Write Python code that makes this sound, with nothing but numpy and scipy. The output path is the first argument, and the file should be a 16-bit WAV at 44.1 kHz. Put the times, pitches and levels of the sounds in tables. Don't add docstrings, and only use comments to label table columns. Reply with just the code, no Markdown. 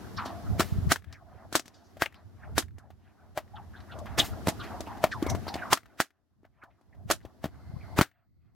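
import sys
import numpy as np
from scipy import signal
from scipy.fft import rfft, irfft, next_fast_len
from scipy.io import wavfile
from scipy.ndimage import uniform_filter1d, minimum_filter1d, map_coordinates

SR = 44100
rng = np.random.default_rng(int(sys.argv[2]) if len(sys.argv) > 2 else 0)


def generate_wav(signal):
    frames = np.transpose(np.atleast_2d(signal))
    scaled = np.clip(frames, -1, 1) * 32767
    pcm = np.round(scaled).astype(np.int16)
    wavfile.write(sys.argv[1], SR, pcm)


N = 377048


def amp(db):
    return 10 ** (np.asarray(db) / 20)


def unit(x):
    return x / np.sqrt(np.mean(x ** 2, axis=-1, keepdims=True) + 1e-20)


def along(points, hz):
    point_hz, values = np.transpose(points)
    return np.interp(np.log(hz + 1), np.log(point_hz + 1), values)


def wobble(knots_per_s):
    knots = rng.standard_normal(int(N * knots_per_s / SR) + 4)
    return map_coordinates(knots, [np.arange(N) * knots_per_s / SR])


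def filtered(x, response):
    size = next_fast_len(x.shape[-1] // 2 + 1024) * 2
    spectrum = rfft(x, size) * response(np.fft.rfftfreq(size, 1 / SR))
    return irfft(spectrum, size)[..., :x.shape[-1]]


def peak(f, hz, width_hz):
    return 1j * f * width_hz / (hz * hz - f * f + 1j * f * width_hz)


def pair(n, alike):
    turn = np.arccos(np.clip(alike, -1, 1)) / 2
    shared, opposed = rng.standard_normal((2, n)) * [[np.cos(turn)], [np.sin(turn)]]
    return np.array([shared + opposed, shared - opposed])


# centre in seconds, left level in dB, right level in dB.
PORT_PUFFS = [(0.508, -19, -21), (0.725, -18.5, -9), (0.786, -10, -38), (0.872, -7, -18.5),
              (4.19, -10.5, -24), (5.323, -23, -15), (7.059, -3, -20), (7.698, -13.5, -24),
              (7.739, -15, -15), (7.767, -9.5, -30), (8.389, -17, -30.5)]


def add_puffs(out):
    half = 2000
    t = np.arange(-half, half) / SR
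    phases = rng.uniform(0, 2 * np.pi, (len(PORT_PUFFS), 2, 1))
    for (s, left_db, right_db), phase in zip(PORT_PUFFS, phases):
        puff = np.exp(-(t / 0.0033) ** 2) * np.sin(2 * np.pi * 95 * t + phase)
        window = out[:, round(s * SR) - half:][:, :len(t)]
        window += amp([[left_db], [right_db]]) * puff


# time in seconds, level in dB.
WIND_STRENGTH = [(0, -39.5), (.3, -42.5), (.53, -23.5), (.67, -37), (.76, -24), (.83, -32), (.97, -23),
                 (1.25, -36), (1.8, -42), (2.3, -34), (2.55, -25), (2.7, -13), (2.82, -27.5), (3.25, -35),
                 (4.05, -32), (4.45, -36.5), (5.15, -43), (5.32, -23.5), (5.45, -35.5), (5.9, -42),
                 (6.3, -36.5), (6.45, -27.5), (6.85, -35.5), (7.08, -18), (7.35, -33.5), (7.75, -29),
                 (8.1, -29), (8.3, -20.5), (8.55, -14)]
# frequency in Hz, relative density in dB per Hz.
BUFFET_SPECTRUM = [(20, -27), (45, -4), (88, 2), (140, -12), (220, -18), (400, -31), (800, -65.5)]


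def wind():
    shared_db = wobble(28)
    fast_db = 3.4 * np.array([wobble(25), wobble(25)])
    slow_db = 2.3 * np.array([wobble(8), wobble(5.9)])
    lumps = amp(shared_db + fast_db + slow_db)
    rumble = filtered(pair(N, -0.11), lambda f: amp(along(BUFFET_SPECTRUM, f)))
    s, level_db = np.transpose(WIND_STRENGTH)
    out = amp(np.interp(np.arange(N) / SR, s, level_db)) * unit(lumps * rumble)
    add_puffs(out)
    return out


# frequency in Hz, relative density in dB per Hz.
RUSTLE_SPECTRUM = [(120, -31), (200, 0), (378, -7), (923, -27.5), (1150, -20.5), (1980, -24.5),
                   (2170, -29.5), (5300, -29.5), (8500, -38), (12700, -35), (15500, -43.5)]


def hillside():
    rustle = filtered(pair(N, 0.17), lambda f: amp(along(RUSTLE_SPECTRUM, f)))
    return amp(-47.5 + 0.8 * wobble(2.6)) * unit(rustle)


# centre in Hz, width in octaves.
THICK_THONG_NOTE = (700, .12)


def noise_band(f, hz, octaves):
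    shape = np.exp(-np.log2(f / hz) ** 2 / (2 * octaves ** 2))
    return shape / np.mean(shape, axis=0)


# peak time in seconds, level in dB, centre at the peak in Hz.
SWINGS = [(.075, -64, 1230), (.3, -48, 1040), (.525, -52.5, 760), (1.121, -45.5, 1480), (1.33, -48.5, 800),
          (1.411, -44.5, 1000), (1.761, -51, 1090), (2.179, -46, 1195), (2.459, -43, 960),
          (2.83, -44, 1013), (3.076, -49, 1613), (3.241, -47, 925), (3.6, -52.5, 1100), (3.8, -50, 1170),
          (3.96, -44, 870), (4.15, -47, 1100), (4.35, -50, 720), (4.74, -46.5, 960), (4.95, -52, 1270),
          (5.298, -41, 850), (5.477, -52.5, 1200), (5.627, -42, 1330), (5.92, -49, 1250), (6.16, -48, 1410),
          (6.63, -39.5, 1080), (6.819, -54, 1075), (6.98, -45.5, 735), (7.289, -49.5, 833),
          (7.575, -51.5, 960), (7.73, -52, 900), (7.875, -47.5, 1004), (8.175, -35, 1590),
          (8.475, -46.5, 1540)]


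def add_swings(power, f, t, flutter_db):
    swell_s, sag_octaves = 0.049, 0.33
    for s, db, hz in SWINGS:
        near = np.abs(t - s) < 0.25
        age = (t[near] - s) / swell_s
        whoosh = noise_band(f, hz * 2 ** (-sag_octaves * age), 0.47) * amp(flutter_db[:, near])
        air = whoosh + 0.13 * noise_band(f, *THICK_THONG_NOTE)
        power[:, near] += amp(2 * db) * np.exp(-age ** 2) * air


# peak time in seconds, amplitude fall time
# constant in seconds, level in dB, first centre in Hz, centre approached in Hz, width in octaves (played
WHISTLES_AND_SWISHES = [(.176, .015, -36, 4400, 4140, 0.22), (.05, 0.025, -52, 1550, 1450, .08),
                        (.184, 0.053, -31.5, 1280, 995, 0.21), (.19, 0.051, -38, 2390, 800, 0.41),
                        (0.261, 0.022, -38, 4730, 3000, 0.41), (.28, 0.14, -47, 762, 651, 0.067),
                        (0.592, 0.086, -40, 2970, 3960, 1), (1.146, 0.046, -36, 2260, 700, 0.25),
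                        (1.219, 0.076, -46.5, 732, 684, 0.023), (1.749, 0.034, -39, 4860, 4450, 0.31),
                        (1.8, 0.058, -56, 696, 660, 0.036), (1.85, 0.04, -47.5, 5380, 5460, 0.17),
                        (2.158, 0.019, -38.5, 4500, 4140, .15), (2.436, 0.011, -34, 1600, 1100, 0.23),
                        (2.45, .017, -44.5, 2490, 2000, 0.14), (2.799, 0.036, -37.5, 1526, 706, 0.073),
                        (3.545, 0.032, -31.5, 750, 907, 0.088), (3.572, 0.024, -36.5, 1400, 810, .2),
                        (3.566, .011, -36.5, 3420, 2500, .17), (3.743, 0.037, -41.5, 1640, 1700, 0.13),
                        (3.77, 0.012, -41.5, 3500, 3850, 0.11), (3.923, 0.013, -38, 3220, 2900, 0.18),
                        (3.929, 0.025, -35.5, 1430, 860, 0.058), (4.07, 0.025, -39.5, 1470, 1100, 0.62),
                        (4.02, .04, -44.5, 610, 700, 0.055), (4.187, 0.025, -18.5, 1020, 1250, 1.4),
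                        (4.195, 0.0078, -15, 5530, 6900, 0.32), (4.201, 0.011, -13.5, 3250, 3200, 0.17),
                        (4.25, 0.027, -34.5, 3900, 5060, 0.91), (4.6, 0.055, -41.5, 1240, 1310, 0.17),
                        (4.604, 0.052, -43, 3660, 1200, 0.23), (4.64, 0.037, -42, 1390, 800, 0.97),
                        (4.769, 0.018, -42.5, 1030, 950, 0.03), (4.872, 0.01, -47, 2660, 2500, 0.13),
                        (4.881, .07, -40.5, 1010, 810, 0.16), (5.124, 0.028, -31.5, 1840, 710, 0.13),
                        (5.122, 0.015, -37, 3380, 4000, 0.52), (5.27, 0.038, -40, 2200, 2100, .05),
                        (5.299, 0.016, -31.5, 5870, 6000, .071), (5.485, 0.013, -33, 4470, 4500, 0.17),
                        (5.508, 0.055, -39.5, 840, 770, 0.1), (5.626, 0.0089, -31, 1550, 1360, 0.035),
                        (5.72, .03, -45, 3000, 3970, 1.5), (6.452, 0.011, -27, 1590, 898, 0.47),
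                        (6.71, .02, -39, 2200, 1900, 0.32), (6.626, 0.028, -22.5, 1634, 798, 0.27),
                        (6.931, 0.014, -38.5, 2010, 1850, 0.15), (7.232, 0.021, -47.5, 3980, 4500, 0.45),
                        (7.812, 0.033, -46, 2380, 1900, .08), (7.93, 0.058, -45, 790, 750, 0.21)]


def add_whistles_and_swishes(power, f, t, flutter_db):
    rise_s = 0.0075
    for s, fall_s, db, first_hz, last_hz, octaves in WHISTLES_AND_SWISHES:
        near = np.abs(t - s) < 0.25
        age_s = t[near] - s
        swell = np.exp(-2 * np.where(age_s < 0, (age_s / rise_s) ** 2, np.abs(age_s) / fall_s))
        glide_hz = last_hz + (first_hz - last_hz) * np.exp(-np.maximum(age_s, 0) / fall_s)
        band = noise_band(f, glide_hz, max(octaves, 0.03)) * amp(0.64 * flutter_db[:, near])
        power[:, near] += amp(2 * db) * swell * band


def thongs():
    frames = dict(nperseg=512, noverlap=448)
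    f, t, noise = signal.stft(pair(N, 0.9), SR, **frames)
    f = np.maximum(f, 1)[:, None]
    grain = uniform_filter1d(rng.standard_normal(noise.shape[1:]), size=4, axis=0)
    flutter_db = 7 * unit(uniform_filter1d(grain, size=14))
    stir_db = -58.5
    stir = noise_band(f, 950, 0.42) * amp(flutter_db) + 0.14 * noise_band(f, *THICK_THONG_NOTE)
    power = amp(2 * stir_db) * stir
    add_swings(power, f, t, flutter_db)
    add_whistles_and_swishes(power, f, t, flutter_db)
    return signal.istft(noise * np.sqrt(power), SR, **frames)[1][:, :N]


def shock_front(t, hz, scatter_db, front_s, edge_hz):
    u = t / front_s
    suction = -np.exp(np.minimum(u, 0) * 0.6)
    pressure = 0.9 * (1 - 0.4 * u) * np.exp(-0.6 * np.abs(u))
    shock = np.where(t < 0, suction, pressure)
    shock = filtered(shock, lambda f: 1 / (1 + 1j * f / edge_hz) ** 2)
    bounces = filtered(shock, lambda f: peak(f, hz, 0.3 * hz))
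    return shock + amp(scatter_db + 25) * bounces


def scatter_fade(t, t60_s, far_db):
    swell = (t > 0) * (1 - np.exp(-np.abs(t) / 0.00083))
    fade = swell * (amp(-60 * np.abs(t) / t60_s) + amp(far_db - 60 * np.abs(t) / 0.11))
    reflections_db = 2.5 * unit(uniform_filter1d(rng.standard_normal(len(t)), size=40))
    return fade * amp(reflections_db)


# frequency in Hz, relative density in dB per Hz.
FIZZ_SPECTRUM = [(2000, -10.5), (3500, -1.5), (8000, 0), (12500, -11.5), (16000, -27.5)]


def snap(out, s, db, hz, scatter_db, fizz_db, thump_db, t60_s, pan_db, far_db, front_s, edge_hz):
    lead = SR // 36
    t = (np.arange(SR // 6) - lead) / SR
    shock = shock_front(t, hz, scatter_db, front_s, edge_hz)
    push = amp(thump_db + 12.5) * -np.sin(2 * np.pi * 120 * t) * amp(-60 * np.abs(t) / 0.02) * (t > 0)
    fade = scatter_fade(t, t60_s, far_db)
    body = unit(filtered(pair(len(t), 0.95), lambda f: peak(f, hz, 0.25 * hz) - 0.45 * peak(f, 1700, 2200)))
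    fizz = unit(filtered(pair(len(t), 0.29), lambda f: amp(along(FIZZ_SPECTRUM, f))))
    scatter = fade * (amp(scatter_db + 6.5) * body + amp(fizz_db + 8) * fizz)
    lead_in = np.exp(-np.abs(t) / 0.0087) * (t < 0) * (body + 0.6 * fizz)
    sound = shock + push + scatter + amp(min(-24, -17 - db)) * lead_in
    gain = amp(db + np.array([[pan_db], [-pan_db]]) / 2)
    start = round(s * SR) - lead
    return out + np.pad(gain * sound, ((0, 0), (start, N)))[:, :N]


# time in seconds, shock level in dB, ring in Hz,
# then scatter and fizz settings in dB re the shock, before the fixed offsets in snap().
SLAPS = [(0.2588, -33, 810, -12.5, -35), (1.1263, -27.5, 5700, -4.5, -24), (1.5263, -17, 1500, -22, -9),
         (1.6573, -24, 5730, -19, -16), (1.9689, -37.5, 645, -8.5, -17),
         (2.7835, -18.5, 2120, -24.5, -16.5), (2.9039, -33.5, 770, -4, -36.5),
         (3.8038, -42.5, 4250, -7.5, -32), (3.9877, -30, 885, -40, -18.5),
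         (4.0582, -38.5, 1190, -9.5, -25.5), (4.8058, -34.5, 650, -14, -8), (4.8719, -41, 800, -12, -27.5),
         (4.9729, -38, 1210, -16.5, -26), (5.2245, -26, 330.4, -14.5, -20),
         (5.2643, -29.5, 500, -12, -18.5), (5.2988, -26, 6100, -13.5, -11.5),
         (5.3494, -25.5, 1010, -19, -21), (5.468, -35.5, 900, -14, -35), (5.4813, -30.5, 1220, -11, -26.5),
         (5.5413, -25.5, 4524, -13, -20), (5.556, -29, 756, -15.5, -22.5), (6.4323, -23.5, 398, -23.5, -43),
         (6.4506, -28, 667, -9.5, -59), (6.6357, -17, 1723, -16, -33.5), (6.8119, -35.5, 846, -16, -19),
         (6.948, -40.5, 690, -9.5, -57), (7.2502, -24, 560, -11.5, -58)]


def slaps():
    out = np.zeros((2, N))
    for row in SLAPS:
        hz = row[2]
        out = snap(out, *row, thump_db=-11.5, t60_s=0.04, pan_db=2, far_db=-8.5,
                   front_s=0.64 / hz, edge_hz=3 * hz)
    return out


# time in seconds, shock level in dB, ring in Hz, then scatter, fizz and thump settings in dB
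# re the shock, before the fixed offsets in snap(), near scatter T60 in seconds, left minus right in dB.
CRACKS = [(0.5954, -17.5, 378, -12, -14, -5.5, 0.1, 2), (0.6051, -8, 1218, -20.5, -24.5, -20.5, 0.064, 0),
          (0.9195, 15.5, 1496, -19, -13.5, -35, 0.033, 0),
          (1.5536, 14, 1335, -25.5, -17.5, -32, 0.065, 2.5),
          (2.0216, 15, 1647, -23.5, -34.5, -26, 0.063, 3), (2.5805, 23, 1511, -32, -17.5, -39.5, 0.062, 1),
          (3.3757, -1, 604.6, -17.5, -30.5, -23.5, 0.05, 2.3),
          (4.472, -11, 482, -21.5, -24.5, -11, 0.031, 0.5),
          (4.4828, -16.5, 629.6, -17.5, -15.5, -5, 0.082, -1.5),
          (4.4908, -19.5, 690, -22.5, -19.5, -21, 0.025, 11.5),
          (5.0403, -7.5, 634.7, -12.5, -34.5, -16.5, 0.022, 2.5),
          (5.7294, 12.5, 1068, -15, -11, -27.5, 0.036, 0.8),
          (6.0026, 33, 1403, -20.5, -20.5, -41, 0.05, -0.6),
          (7.1017, 7, 560, -14.5, -23.5, -46.5, 0.05, -1.5),
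          (7.111, 10, 1368, -18.5, -11.5, -34.5, 0.065, 0),
          (7.4421, -4.5, 608.7, -18, -37.5, -7, 0.05, 2.25), (7.456, -11, 405, -21, -34.5, -4, 0.065, 2),
          (7.9888, 24.5, 390, -21, -32.5, -15, 0.12, 0), (7.9896, 31, 900, -27.5, -32.5, -10.5, 0.03, 1.5),
          (7.9955, 17, 1545, -25.5, -20, -35, 0.022, -8), (8.0117, 37.5, 1448, -19, -22.5, -10, 0.055, 2.5)]


def cracks():
    out = np.zeros((2, N))
    for row in CRACKS:
        out = snap(out, *row, far_db=-12, front_s=0.00016, edge_hz=30000)
    return out


def add_echo(out, s, db, hz, scatter_db, fizz_db):
    return snap(out, s, db, hz, scatter_db, fizz_db, thump_db=-45, t60_s=0.024, pan_db=5,
                far_db=-17.5, front_s=0.00007, edge_hz=15000)


def bank_echoes():
    delay_s, offset_db, growth_db_per_db = 0.103, -40, 0.7
    out = np.zeros((2, N))
    for s, crack_db, *_ in CRACKS:
        db = growth_db_per_db * crack_db + offset_db
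        out = add_echo(out, s + delay_s, db, hz=1874, scatter_db=-12.5, fizz_db=-40)
    return out


# first return in seconds, its level in dB, ring in Hz, scatter setting in dB re the shock, before the fixed
# offsets in snap(), level of the further return in dB.
OBJECT_ECHOES = [(0.959, -5.5, 1533, -10, -27), (1.5963, 3, 6100, -21, -13), (2.06, -2, 2780, -11, -23.5),
                 (2.6243, -5.5, 1497, -10.5, -33.5), (5.7734, -10.5, 1370, -6, -31)]


def object_echoes():
    second_gap_s, fizz_db = 0.0843, -25
    out = np.zeros((2, N))
    for s, db, hz, scatter_db, second_db in OBJECT_ECHOES:
        out = add_echo(out, s, db, hz, scatter_db, fizz_db)
        out = add_echo(out, s + second_gap_s, second_db, hz, scatter_db, fizz_db)
    return out


# centre in Hz, width in Hz, relative level in dB.
MOTOR_RESONANCES = [(2070, 170, 14.5), (4400, 1000, 3.5), (8300, 370, -12.5), (11000, 2600, -16.5)]


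def lens():
    def response(f):
        return sum(amp(db) * np.abs(peak(f, hz, width_hz)) ** 2 for hz, width_hz, db in MOTOR_RESONANCES)

    whirr = filtered(pair(N, 0.26), response)
    ramp = np.clip((np.arange(N) / SR - 7.2) / 0.81, 0, 1)
    return amp(-55.5) * ramp * unit(whirr)


def causal(points):
    def response(f):
        cepstrum = irfft(np.log(amp(along(points, f))))
        half = len(cepstrum) // 2
        cepstrum[1:half] *= 2
        cepstrum[half + 1:] = 0
        return np.exp(rfft(cepstrum))[:len(f)]
    return response


# frequency in Hz, gain in dB.
GROUND_COLOUR = [(120, -4), (290, 10), (480, 0.5), (660, 6), (950, -0.5), (1900, -2.5), (2400, -5.5),
                 (3200, -5), (9000, -9), (13000, -2.5)]


def scene():
    air = wind() + hillside()
    whips = thongs() + slaps() + cracks() + bank_echoes() + object_echoes()
    return air + filtered(whips, causal(GROUND_COLOUR)) + lens()


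def record(dry):
    ceiling_db, release_db_per_s, clip_level, top_hz = -3.5, 15.5, 0.8, 15900
    ramp_db = release_db_per_s * np.arange(N) / SR
    level_db = 20 * np.log10(np.abs(dry.mean(axis=0)) + 1e-9)
    over_db = np.maximum(level_db - ceiling_db, 0)
    over_db = -minimum_filter1d(-over_db, size=61)
    held_db = np.maximum.accumulate(over_db + ramp_db) - ramp_db
    duck_db = uniform_filter1d(held_db, size=31)
    x = dry * amp(-duck_db)
    x = x / (1 + np.abs(x / clip_level) ** 6) ** (1 / 6)
    return filtered(x, lambda f: (f < top_hz) * (1j * f / (1j * f + 50)) ** 3)


dry = scene()
out = record(dry)
generate_wav(out)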